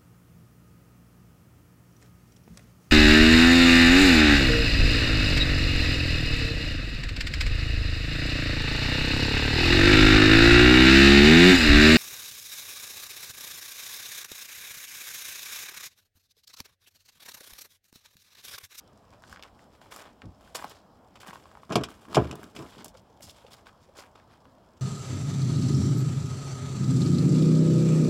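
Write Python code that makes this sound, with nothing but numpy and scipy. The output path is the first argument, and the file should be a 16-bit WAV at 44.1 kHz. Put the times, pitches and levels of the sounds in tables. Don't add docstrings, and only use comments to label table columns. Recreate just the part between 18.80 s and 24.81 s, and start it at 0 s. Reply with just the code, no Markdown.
import sys
import numpy as np
from scipy import signal
from scipy.io import wavfile
from scipy.ndimage import uniform_filter1d

SR = 44100
rng = np.random.default_rng(int(sys.argv[2]) if len(sys.argv) > 2 else 0)


def store_pcm(level_fs):
    pcm = np.round(np.clip(level_fs, -1, 1) * 32767).astype(np.int16)
    wavfile.write(sys.argv[1], SR, np.atleast_2d(pcm).T)


N = 265041


def undb(db):
    return 10 ** (np.asarray(db) / 20)


def level(x, db):
    return x * undb(db) / np.sqrt(np.mean(x ** 2))


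def band(x, hz, width_hz):
    return signal.lfilter(*signal.iirpeak(min(hz, .45 * SR), hz / width_hz, fs=SR), x)


def fade(t60_s, size):
    return np.exp(-np.log(1000) * np.arange(size) / SR / max(t60_s, .004))


def add(out, start_s, x):
    i = int(start_s * SR)
    out[i:i + len(x)] += x[:N - i]


def drift(rate_hz):
    hold = int(SR / rate_hz)
    steps = np.repeat(rng.standard_normal(N // hold + 1), hold)
    return uniform_filter1d(uniform_filter1d(steps, hold), hold)[:N]


def grains(per_s, spread_db, t60_s):
    hits = rng.random(N) < per_s / SR
    strengths = hits * undb(spread_db * rng.exponential(size=N))
    envelope = signal.fftconvolve(strengths, fade(t60_s, 1024))[:N]
    return envelope * rng.standard_normal(N)


# frequency_hz, density_db
TRAFFIC_SPECTRUM = [(15, -40), (25, -6), (92, 1), (153, -6), (217, -2), (373, -11), (439, -8.5),
                    (516, -8.5), (695, -6), (1160, -13.5), (2110, -29.5), (5280, -36), (6380, -40.5),
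                    (7110, -41), (16000, -48.5)]
def traffic():
    frequency_hz, density_db = np.transpose(TRAFFIC_SPECTRUM)
    out, swell_db = np.zeros(N), 0.4 * drift(0.485)
    for hz in 25 * 2 ** (np.arange(29) / 3):
        steady_db = np.interp(np.log(hz), np.log(frequency_hz), density_db)
        flicker_db = 3.2 * drift(23)
        noise = band(band(rng.standard_normal(N), hz, hz / 3), hz, hz / 3)
        out += undb(steady_db + swell_db + flicker_db) * noise
    return level(out, -57.5)


# start_s, peak_db, pitch_hz, crack_db, crack_hz, t60_s, edge_db
STONE_IMPACTS = [(0.175, -52, 1130, 0, 4540, 0.018, -12), (0.2434, -51, 902, -12, 5070, 0.018, -26),
                 (0.3292, -47, 937, -13, 3600, 0.018, -30), (0.3554, -55, 1510, -13, 3570, 0.018, -22),
                 (0.4226, -44, 1040, -4, 5200, 0.016, -21), (0.4379, -37.5, 1250, -21, 3030, 0.02, -33),
                 (0.4963, -44, 1120, -1, 5160, 0.018, -15), (0.5272, -32, 1360, -8, 4800, 0.018, -24),
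                 (0.5606, -36.5, 1450, -23, 3280, 0.018, -33), (0.5721, -37.5, 1440, -27, 3280, 0.02, -32),
                 (0.6255, -38, 2840, 0, 3000, 0.018, -10), (0.6354, -36, 2480, -1, 3400, 0.018, -15),
                 (0.7931, -44, 1120, -16, 3540, 0.018, -26), (0.8414, -54, 930, 0, 5170, 0.018, -11),
                 (1.0156, -38, 930, -15, 3160, 0.018, -25), (1.061, -45.5, 953, -14, 5030, 0.018, -23),
                 (1.1144, -40, 1660, -4, 7420, 0.018, -14), (1.1209, -44, 1130, -9, 7280, 0.018, -13),
                 (1.1623, -34, 1260, 2.5, 5650, 0.018, -10), (1.1707, -39, 1170, -1, 5510, 0.018, -13),
                 (1.2264, -41, 1250, -11, 4810, 0.018, -21), (1.2424, -48, 1260, -14, 3140, 0.018, -27),
                 (1.4192, -33.5, 1370, -24, 3030, 0.022, -30), (1.6097, -47, 1150, -4, 3670, 0.02, -18),
                 (1.6477, -55, 929, -7, 3450, 0.018, -17), (1.6761, -43.5, 1540, -11, 3130, 0.02, -25),
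                 (1.7504, -36, 4400, -3, 4760, 0.018, -9), (1.7554, -29, 1750, -2, 6090, 0.018, -8),
                 (1.7784, -35, 895, -10, 5200, 0.017, -15), (1.7888, -39.5, 1090, -17, 5150, 0.018, -24),
                 (1.8238, -31.5, 950, -8, 3060, 0.021, -12), (1.8437, -24.5, 835, -9, 2980, 0.021, -14),
                 (1.8504, -41, 1270, 13.5, 8920, 0.018, -5), (1.8984, -49.5, 1050, -5, 4890, 0.018, -9),
                 (1.9674, -49, 1480, -4, 3870, 0.018, -22), (2.3565, -42, 1240, -14, 3160, 0.018, -27),
                 (2.4019, -51, 1030, 6, 3400, 0.018, -14), (2.4174, -45, 1190, -2, 5420, 0.018, -18),
                 (2.4324, -36, 1250, -15, 3330, 0.02, -19), (2.4658, -38, 1250, -14, 7140, 0.018, -17),
                 (2.4917, -40, 1260, -12, 7280, 0.018, -15), (2.5082, -35, 1210, -21, 7330, 0.018, -26),
                 (2.5316, -34, 1100, -18, 3410, 0.018, -25), (2.5576, -33, 1130, -20, 3320, 0.018, -26),
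                 (2.6259, -50, 1330, -15, 5000, 0.018, -25), (2.6564, -39, 1033, -22, 3140, 0.018, -32),
                 (2.7147, -45, 1280, -10, 3040, 0.018, -25), (2.7526, -36, 902, -26, 3360, 0.018, -36),
                 (2.7726, -37, 920, -24, 5120, 0.018, -29), (2.833, -38, 970, -22, 7240, 0.018, -29),
                 (3.0869, -33.5, 940, -16, 3520, 0.02, -20), (3.1148, -42, 1370, -13, 3500, 0.018, -19),
                 (3.1414, -46, 1460, -8, 3460, 0.018, -20), (3.2204, -49, 1100, -1, 3470, 0.018, -11),
                 (3.253, -38.5, 1170, -16, 3200, 0.022, -26), (3.2854, -41, 1140, -11, 5140, 0.018, -19),
                 (3.4254, -41, 996, -10, 3800, 0.018, -16), (3.5554, -43.5, 902, 8.5, 7170, 0.018, -3),
                 (3.6321, -32.5, 1270, -7, 5380, 0.021, -15), (3.6414, -45, 1310, 7, 3430, 0.016, -5),
                 (3.8706, -57, 1450, -16, 3550, 0.018, -25), (3.9838, -52, 1130, -9, 3010, 0.018, -22),
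                 (4.0228, -43, 1140, -3, 3490, 0.018, -7), (4.0452, -38.5, 880, 10, 7560, 0.023, 2),
                 (4.0604, -42, 915, 4, 5390, 0.018, -9), (4.0816, -52.5, 1040, 14, 5640, 0.02, -4),
                 (4.1515, -45, 902, -11, 3310, 0.02, -20), (4.2184, -66, 1010, 1, 7320, 0.018, -4),
                 (4.4079, -46.5, 2130, -3, 6840, 0.021, -8), (4.4308, -57, 3000, 16, 4770, 0.018, -7),
                 (4.4964, -41.5, 3140, -5, 3000, 0.021, -16), (4.6663, -48, 2970, -11, 3550, 0.02, -24),
                 (4.8688, -38, 1490, -11, 3280, 0.018, -23), (4.8933, -46, 1480, -15, 4180, 0.018, -26),
                 (5.0384, -56, 1035, -7, 4870, 0.018, -25), (5.1976, -44, 1000, -10, 5580, 0.018, -19),
                 (5.2375, -39, 1570, -20, 3010, 0.018, -28), (5.3694, -58, 1034, -7, 3350, 0.018, -22),
                 (5.3994, -48.5, 1530, -14, 3080, 0.018, -31), (5.5383, -46, 1150, -11, 3000, 0.018, -23),
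                 (5.6545, -46, 1190, -21, 5070, 0.018, -29)]
def stone_ticks():
    out, size = np.zeros(N), 2048
    for start_s, peak_db, pitch_hz, crack_db, crack_hz, t60_s, edge_db in STONE_IMPACTS:
        contact = rng.standard_normal(size)
        contact[:2] += 4
        body = band(contact * fade(t60_s, size), pitch_hz, 0.44 * pitch_hz)
        body = band(body, pitch_hz, 1.9 * pitch_hz)
        crack = band(contact * fade(1.03 * t60_s, size), crack_hz, 1.5 * crack_hz)
        crack = band(crack, crack_hz, 2.6 * crack_hz)
        edge = band(band(contact * fade(.7 * t60_s, size), 11000, 7000), 11500, 9000)
        for part, relative_db in (body, 0), (crack, crack_db), (edge, edge_db):
            add(out, start_s, undb(peak_db + relative_db) * part / np.abs(part).max())
    grit = grains(per_s=40, spread_db=1.8, t60_s=0.014)
    return out + level(band(band(grit, 3700, 5100), 3500, 9000), -80.5)


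# start_s, length_s, rise_fraction, gain_db, hiss_hz, treble_db, crunch_db
SCUFFS = [(0.318, 0.044, 0.17, -71, 2700, -14, 14), (0.421, 0.14, 0.82, -60, 4600, -16, 2),
          (0.568, 0.045, 0.7, -79.5, 2200, -12, 24), (0.624, 0.067, 0, -72.5, 3100, -2, 17.5),
          (0.79, 0.088, 0.14, -73, 3800, -9, 1), (0.91, 0.077, 0.27, -73, 3500, -6, 10),
          (1.009, 0.098, 0.05, -65.5, 2830, -8, 5.5), (1.103, 0.11, 0.17, -60.5, 3700, 3.5, 10),
          (1.175, 0.13, 0.3, -64, 3000, -6, 11.5), (1.594, 0.3, 0.05, -68.5, 3100, -6, 0),
          (1.746, 0.028, 0.17, -45.5, 5100, 1.5, 4), (1.78, 0.088, 0, -57.5, 2700, -2.5, 10.5),
          (1.841, 0.098, 0.69, -57.5, 3830, -8, 1.5), (1.93, 0.085, 0.3, -65.5, 4000, -21, 0),
          (2.35, 0.028, 0.38, -60.5, 2900, -15, 4), (2.402, 0.054, 0, -55.5, 2920, -6.5, 5.5),
          (2.459, 0.058, 0.24, -63.5, 2900, 4.5, 16), (2.525, 0.058, 0.19, -62, 2930, -2, 10),
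          (2.565, 0.41, 0.02, -75, 2700, -0.5, 9.5), (3.082, 0.11, 0.08, -61.5, 2900, -5, 2),
          (3.19, 0.11, 0.28, -70.5, 3100, -3, 6), (3.283, 0.16, 0.25, -59, 3220, -6, 6.5),
          (3.4, 0.17, 0.12, -60.5, 2500, -11, 7.5), (3.534, 0.21, 0.33, -65.5, 2900, -4.5, 3.5),
          (3.747, 0.16, 0.05, -67, 3680, 2, 9.5), (3.841, 0.15, 0.57, -62, 3200, -11, 3),
          (3.979, 0.097, 0, -60, 3350, -15, 3.5), (4.048, 0.021, 0.4, -60, 6900, -1, 3),
          (4.074, 0.035, 0.5, -68, 5200, -2, -15), (4.162, 0.036, 0.2, -61, 3660, -12, -23),
          (4.415, 0.06, 0.17, -60, 5430, 1, -6), (4.464, 0.06, 0.43, -58.5, 4000, -2.5, -3),
          (4.523, 0.14, 0.31, -64.5, 3340, -8, 3), (4.66, 0.046, 0.3, -69.5, 3200, -10, 8),
          (4.701, 0.055, 0.6, -57, 3600, -4, 3.5), (4.765, 0.075, 0, -71.5, 4100, -6, 7.5),
          (4.854, 0.049, 0.24, -61.5, 3000, -8.5, 6), (4.992, 0.07, 0.64, -70, 4300, -18, 4),
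          (5.148, 0.074, 0.61, -55.5, 4700, -9, 6.5), (5.209, 0.092, 0.18, -70, 2300, -4, 12),
          (5.349, 0.083, 0.05, -70, 3126, -18, 9.5), (5.474, 0.11, 0.47, -71.5, 2900, -11, 9.5),
          (5.643, 0.03, 0.43, -76, 2400, -13, -4.5)]
def gravel_scuffs():
    fine = level(grains(per_s=1800, spread_db=1.1, t60_s=0.013), 0)
    coarse = grains(per_s=500, spread_db=2.0, t60_s=.012)
    treble = level(band(band(fine, 7300, 8000), 6700, 15700), 0)
    crunch = level(band(band(coarse, 670, 1540), 810, 1440), 0)
    out = np.zeros(N)
    for start_s, length_s, rise, gain_db, hiss_hz, treble_db, crunch_db in SCUFFS:
        progress = np.arange(int(1.5 * length_s * SR)) / SR / length_s
        rise = np.clip(rise, .02, .95)
        release = np.exp(-1.5 * ((progress - rise) / (1 - rise)) ** 2)
        envelope = np.where(progress < rise, progress / rise, release)
        first = int(start_s * SR)
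        span = slice(first, first + len(progress))
        hiss = undb(4.5) * band(band(fine[span], hiss_hz, .8 * hiss_hz), hiss_hz, 2.7 * hiss_hz)
        scuff = hiss + undb(treble_db) * treble[span] + undb(crunch_db) * crunch[span]
        add(out, start_s, undb(gain_db + 2.0) * envelope * scuff)
    return out


# start_s, peak_db, pitch_hz, t60_s
THUDS = [(0.5, -45.5, 65, 0.11), (1.434, -39.5, 162, 0.19), (1.449, -35.5, 80, 0.2),
         (1.47, -47, 94.2, 0.15), (1.847, -39, 234, 0.086), (2.05, -49.5, 129, 0.11),
         (2.48, -44, 187, 0.24), (3.499, -32.5, 159, 0.12), (4.088, -51, 59.2, 0.13),
         (4.439, -44.5, 84, 0.12)]
def thuds():
    out, size = np.zeros(N), 8192
    for start_s, peak_db, pitch_hz, t60_s in THUDS:
        burst = rng.standard_normal(size) * fade(t60_s, size)
        thud = band(band(burst, pitch_hz, 0.41 * pitch_hz), pitch_hz, 2.1 * pitch_hz)
        add(out, start_s, undb(peak_db) * thud / np.abs(thud).max())
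    return out


# pitch_hz, gain_db, t60_s
SHELL_MODES = [(74, -10, 0.34), (124, -2, 0.13), (173, -6.5, 0.18), (266.4, -13.5, 0.14),
               (347.3, -1, 0.088), (425.2, 2.5, 0.084), (513, 0.5, 0.058), (651, 2.5, 0.044),
               (706, -0.5, 0.082), (868, 0, 0.034), (1008, -1.5, 0.043), (1098, 1.5, 0.027),
               (1205, 3.5, 0.028), (1343, 2, 0.036), (1475, -7.5, 0.061), (1610, -11.5, 0.11),
               (1604, -9, 0.057), (2360, -9, .06), (2480, -28, 0.094), (3030, -11, .05)]
RING_SAMPLES = SR // 3
def shell_ring(mode_gains, lag_ms):
    out, t = np.zeros(RING_SAMPLES), np.arange(RING_SAMPLES) / SR
    for gain, (pitch_hz, gain_db, t60_s) in zip(mode_gains, SHELL_MODES):
        lag_s = lag_ms / 1000 * (120 / pitch_hz) ** 1.5
        arrival = np.sin(np.pi / 2 * np.clip(t / (1.3 * lag_s), 0, 1)) ** 3
        mode = np.sin(2 * np.pi * pitch_hz * (t - lag_s))
        out += gain * undb(gain_db) * mode * arrival * fade(t60_s, RING_SAMPLES)
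    return out


# time_s, level_db
SEAL_ENVELOPE = [(2.89, -67), (2.91, -31.5), (2.95, -43.5), (3.0, -30.5), (3.05, -44.5), (3.14, -57.5),
                 (3.24, -68), (3.3, -44), (3.36, -46), (3.42, -35.5), (3.48, -47), (3.55, -41.5),
                 (3.58, -48.5), (3.64, -47.5), (3.73, -61), (3.8, -40), (3.86, -45.5), (3.95, -83),
                 (4.0, -46.5), (4.05, -58), (4.1, -70), (4.14, -82)]
def seal_peel():
    damped_ring = shell_ring(np.ones(len(SHELL_MODES)), lag_ms=2.7) * fade(0.045, RING_SAMPLES)
    peeling = grains(per_s=2000, spread_db=1.0, t60_s=0.013)
    shudder = band(signal.fftconvolve(peeling, damped_ring)[:N], 130, 400)
    time_s, level_db = np.transpose(SEAL_ENVELOPE)
    envelope_db = np.interp(np.arange(N) / SR, time_s, level_db, left=-120, right=-120)
    return undb(envelope_db) * level(shudder, 0)


# start_s, shell_db, contact_ms, lag_ms, snap_db, rattle_t60_s
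DOOR_BLOWS = [(2.894, -45, 0.34, 4.4, -56, 0.039), (2.902, -43, 0.5, 4.6, -44, .015),
              (2.905, -34, .6, 3.9, -50, 0.061), (2.91, -34.5, 0.18, 5.5, -53, .03),
              (2.922, -30, 0.39, 5.5, -35, 0.091), (2.956, -18, 0.51, 6, -20.5, 0.043),
              (2.964, -27.5, 1.08, 5.5, -36.5, 0.072), (2.983, -34, 0.55, 4.1, -51, 0.099),
              (3.010, -35, .8, 5.5, -50, 0.069), (3.036, -47, 0.21, 5.2, -29.5, 0.056),
              (3.346, -40, .2, 5.3, -25, 0.051), (3.356, -30, 0.45, 4.1, -25, 0.03),
              (3.368, -13, .45, 14, -34, 0.038), (3.376, -26, 0.17, 14.7, -45, .05),
              (3.392, -27, 0.58, 8.4, -51, .05), (3.445, -34.5, 1.1, 7.8, -58, .05),
              (3.512, -53, 0.25, 5, -35, 0.027), (3.527, -36.5, 0.53, 4.9, -46, 0.037),
              (3.763, -46, 0.39, 5, -41, 0.068), (3.790, -38.5, 1, 4.7, -47.5, 0.037),
              (3.824, -48, 0.29, 4.6, -51, .05), (3.969, -47, 0.75, 4.8, -60, .05),
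              (4.005, -51, 0.48, 5.9, -56, .05), (4.058, -49, 0.65, 4.7, -60, .03)]
def shell_blows():
    out = np.zeros(N)
    trim_envelope = fade(.13, RING_SAMPLES) - fade(.02, RING_SAMPLES)
    for start_s, shell_db, contact_ms, lag_ms, _, _ in DOOR_BLOWS:
        force = np.hanning(int(contact_ms * SR / 500) + 3)
        mode_gains = undb(2.5 * rng.standard_normal(len(SHELL_MODES)))
        trim = undb(9) * band(rng.standard_normal(RING_SAMPLES), 450, 800) * trim_envelope
        ring = signal.fftconvolve(shell_ring(mode_gains, lag_ms) + trim, force / force.sum())
        onset_rms = np.sqrt(np.mean(ring[:512] ** 2))
        add(out, start_s, undb(shell_db) * ring / onset_rms)
    return out


# pitch_hz, width_hz, gain_db
LATCH_MODES = [(1170, 710, 3.5), (2380, 620, 2), (3034, 586, -11), (5100, 1260, -12), (7095, 230, -12.5),
               (9120, 860, -23)]
def latch_snaps():
    rattle = np.zeros(N)
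    for start_s, _, _, _, snap_db, rattle_t60_s in DOOR_BLOWS:
        burst = rng.standard_normal(RING_SAMPLES) * fade(rattle_t60_s, RING_SAMPLES)
        add(rattle, start_s, undb(snap_db) * burst)
    metal = sum(undb(gain_db) * band(rattle, hz, width_hz) for hz, width_hz, gain_db in LATCH_MODES)
    return undb(7) * band(metal, 3500, 8000)


# start_s, level_db, pitch_hz, length_s
CREAKS = [(4.139, -46, 550, 0.027), (4.292, -54, 500, 0.024), (4.401, -48.5, 643, 0.012),
          (4.645, -46, 530, 0.011), (5.085, -49, 572, 0.017)]
def hinge_creaks():
    out = np.zeros(N)
    for start_s, level_db, pitch_hz, length_s in CREAKS:
        t = np.arange(int(length_s * SR)) / SR
        chirp = np.sin(2 * np.pi * pitch_hz * t * (1 - 0.062 * t / length_s))
        roughness = 2.6 * band(rng.standard_normal(len(t)), pitch_hz, 170)
        add(out, start_s, undb(level_db) * (chirp + roughness) * np.sin(np.pi * t / length_s))
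    return out


def scene():
    footsteps_and_thuds = stone_ticks() + gravel_scuffs() + thuds()
    radiation = signal.butter(2, 90, "high", fs=SR, output="sos")
    panel = signal.sosfilt(radiation, seal_peel() + shell_blows())
    near = footsteps_and_thuds + panel + latch_snaps() + hinge_creaks()
    tail = band(rng.standard_normal(SR // 2), 1740, 2300) * fade(t60_s=0.13, size=SR // 2)
    reflections = signal.fftconvolve(near, tail / np.linalg.norm(tail))[:N]
    return (near + undb(-17.5) * reflections + traffic())[None]


# centre_hz, width_hz, gain_db
PORT_RESPONSE = [(2000, 290, -2), (3190, 530, 4), (5170, 820, 5.5), (7390, 670, 4.5), (9500, 400, 0.5)]
def record(dry):
    sound = dry + undb(-82) * rng.standard_normal(N)
    for centre_hz, width_hz, gain_db in PORT_RESPONSE:
        sound = sound + (undb(gain_db) - 1) * band(sound, centre_hz, width_hz)
    sound = signal.sosfilt(signal.butter(2, 40, "high", fs=SR, output="sos"), sound)
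    return signal.sosfilt(signal.ellip(8, .3, 60, 15900, fs=SR, output="sos"), sound)


dry = scene()
out = record(dry)
store_pcm(out)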